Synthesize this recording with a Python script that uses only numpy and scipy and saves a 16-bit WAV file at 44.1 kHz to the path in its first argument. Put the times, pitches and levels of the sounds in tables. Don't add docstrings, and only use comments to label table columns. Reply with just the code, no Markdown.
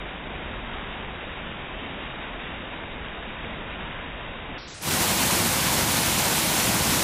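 import sys
import numpy as np
from scipy import signal
from scipy.fft import rfft, irfft, next_fast_len
from scipy.io import wavfile
from scipy.ndimage import uniform_filter1d, map_coordinates

SR = 44100
rng = np.random.default_rng(int(sys.argv[2]) if len(sys.argv) > 2 else 0)


def to_wav(s):
    ch = np.atleast_2d(s).T
    pcm = np.round(np.clip(ch, -1, 1) * 32767)
    wavfile.write(sys.argv[1], SR, pcm.astype(np.int16))


def invert_db(level):
    return 10 ** (np.asarray(level, dtype=float) / 20)


N = 310023


def unit(x):
    return x / np.sqrt(np.mean(x ** 2) + 1e-20)


def coloured(x, spectrum):
    top_hz = 15290
    hz = np.fft.rfftfreq(len(x), 1 / SR)
    point_hz, point_db = np.transpose(spectrum)
    gain_db = np.interp(np.log(hz + 1), np.log(point_hz + 1), point_db)
    return unit(irfft(rfft(x) * invert_db(gain_db) * (hz < top_hz), len(x)))


def wobble(rate):
    points = rng.standard_normal(int(N * rate / SR) + 4)
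    return map_coordinates(points, [np.arange(N) * rate / SR])


def churn(patchy_db, flicker_db, surge_db):
    z = signal.stft(rng.standard_normal(N), nperseg=256)[2]
    patches = uniform_filter1d(rng.standard_normal(z.shape), size=5, axis=0)
    patches = uniform_filter1d(patches, size=10, axis=1)
    noise = signal.istft(z * invert_db(patchy_db * unit(patches)), nperseg=256)[1][:N]
    return unit(noise * invert_db(flicker_db * wobble(90) + surge_db))


def bubbles(hz, spread, cycles, scatter_db, count, size):
    draw = rng.random((count, 3))
    pitch = hz * np.exp(spread * rng.standard_normal((count, 1)))
    turns = np.arange(size) / SR * pitch
    ring = np.sin(2 * np.pi * turns * (1 + .12 * turns / cycles))
    ring = ring * np.exp(-3 * turns / cycles) * (1 - np.exp(-2 * turns))
    loudness = invert_db(-scatter_db * np.log(draw[:, 1:2] + 0.0011))
    ring = ring * loudness * np.sqrt(pitch)
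    at = (draw[:, :1] * N).astype(int) + np.arange(size)
    return unit(np.bincount(at.ravel(), ring.ravel(), N + size)[:N])


def pool_boom(surge_db):
    # pitch_hz, level_db
    pool_tone = [(18, -47), (30, -23.5), (40, -11), (59, -5.5), (178, 0), (288, -5), (325, -3),
                 (430, -13.5), (560, -38), (950, -120)]
    return coloured(churn(patchy_db=0.37, flicker_db=-0.05, surge_db=surge_db), pool_tone)


def spray_hiss(surge_db):
    # pitch_hz, level_db
    spray_tone = [(2300, -29), (3300, -10), (4300, -4.5), (5600, -2.5), (7500, -2), (9500, -3), (11000, -3),
                  (12200, -4.5), (13200, -5), (14200, -6), (15200, -6.5)]
    fizz = bubbles(hz=7500, spread=0.38, cycles=3, scatter_db=3, count=30000, size=48)
    spray = churn(patchy_db=0.88, flicker_db=.5, surge_db=surge_db)
    return coloured(spray + invert_db(-10) * fizz, spray_tone)


def sheet_roar(surge_db):
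    # pitch_hz, level_db
    sheet_tone = [(240, -33.5), (400, -7), (446, -6.5), (502, 0), (577, -2), (936, 0), (1210, -4.5),
                  (1490, -3.5), (1680, -5), (2230, -3.5), (3200, -4.5), (4200, -6.5), (5600, -17),
                  (9350, -60)]
    gurgle = bubbles(hz=1477, spread=0.694, cycles=7.2, scatter_db=2.5, count=9000, size=400)
    sheets = churn(patchy_db=0.7, flicker_db=0.2, surge_db=surge_db)
    return coloured(sheets + invert_db(-15.5) * gurgle, sheet_tone)


def falls():
    surge_db = 0.37 * wobble(11) + .5 * wobble(40)
    return np.array([invert_db(-3.5) * pool_boom(surge_db), sheet_roar(surge_db), spray_hiss(surge_db)])


def slowed(live):
    # start_s, speed (1 = real time), fade_s
    pieces = [
        (0, .2502, .006),
        (4.579, .376, .006),
        (4.672, .511, .012),
        (4.740, .654, .006),
        (4.787, .751, .012),
        (4.818, 1.021, .008),
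        (4.905, 1, .006),
    ]
    t, out, used = np.arange(N) / SR, np.zeros_like(live), 0
    ends = [start + fade for start, _, fade in pieces[1:]] + [N / SR]
    for (start, speed, fade), end in zip(pieces, ends):
        first = round(start * SR)
        length = next_fast_len(round((end - start) * SR) + 4096)
        taken = round(length * speed)
        stretched = signal.resample(live[:, used:used + taken], length, axis=1)
        piece = stretched[:, 2048:][:, :N - first]
        used += taken
        rise = np.clip((t[first:] - start) / fade, 0, 1) if start else np.ones(N)
        out[:, first:] *= np.cos(rise * np.pi / 2)
        out[:, first:first + piece.shape[1]] += piece * np.sin(rise[:piece.shape[1]] * np.pi / 2)
    return out


def flow_swing():
    # start_s, flow_db
    water_flow = [(0, -0.5), (.7, 0.7), (1.3, -1), (1.65, -0.5), (2.3, -1.5), (2.75, 0), (3.3, -1),
                  (3.9, .5), (4.5, 0.5), (5.1, 0), (5.35, 0.5), (5.6, 0), (5.9, 0.7), (6.5, -1), (6.7, .5),
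                  (7.03, 1)]
    swing_shares = [1.01, .15, .1]
    flow_db = np.interp(np.arange(N) / SR, *np.transpose(water_flow))
    return invert_db(np.outer(swing_shares, flow_db))


def volume():
    # time_s, depth_db
    join_dips = [
        (4.797, 2),
        (4.898, 2.5),
    ]
    slow_db, ducked_db, sagged_db, risen_db, full_db = -38.5, -42.5, -45, -28.5, -26.5
    duck_s, duck_fall_s, dip_s = 4.575, 0.013, 0.0063
    rise_s, rise_length_s, full_s, full_step_s = 4.808, 0.077, 4.902, .01
    t = np.arange(N) / SR
    quiet_db = np.interp(t, [duck_s, duck_s + duck_fall_s, rise_s], [slow_db, ducked_db, sagged_db])
    open_times = [rise_s, rise_s + rise_length_s, full_s, full_s + full_step_s]
    opened = np.interp(t, open_times, invert_db([sagged_db, risen_db, risen_db, full_db]))
    dips_db = sum(db * np.exp(-((t - s) / dip_s) ** 2) for s, db in join_dips)
    return np.where(t < rise_s, invert_db(quiet_db), opened) * invert_db(-dips_db)


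def ticks():
    # time_s, peak_db, top_hz
    splice_ticks = [
        (4.585, -50, 7300),
        (4.685, -45, 10000),
        (4.789, -56, 14000),
        (4.801, -46, 14800),
    ]
    t = np.arange(N) / SR
    return sum(invert_db(db) * np.sinc(2 * hz * (t - s)) * np.exp(-((t - s) / .001) ** 2)
               for s, db, hz in splice_ticks)


def gapped(x):
    # pitch_hz, share
    treble_gaps = [(5000, 0), (9000, .008), (12000, .025), (13500, .13), (15000, .11)]
    hz, _, z = signal.stft(x, SR, nperseg=2048, noverlap=1536)
    cells = rng.random(z.shape).repeat(5, axis=0).repeat(4, axis=1)
    cells = cells[:z.shape[0], :z.shape[1]]
    heard = cells >= np.interp(hz, *np.transpose(treble_gaps))[:, None]
    return signal.istft(z * heard, nperseg=2048, noverlap=1536)[1][:N]


def scene():
    layers = flow_swing() * slowed(falls())
    water = volume() * np.sum(layers, axis=0) + ticks()
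    return np.array([water, water])


def top_cut(x):
    return signal.sosfilt(signal.butter(12, 16470, fs=SR, output="sos"), x)


def record(dry):
    mono = gapped(dry[0]) + invert_db(-102.5) * rng.standard_normal(N)
    return top_cut(np.array([mono, mono]))


dry = scene()
out = record(dry)
to_wav(out)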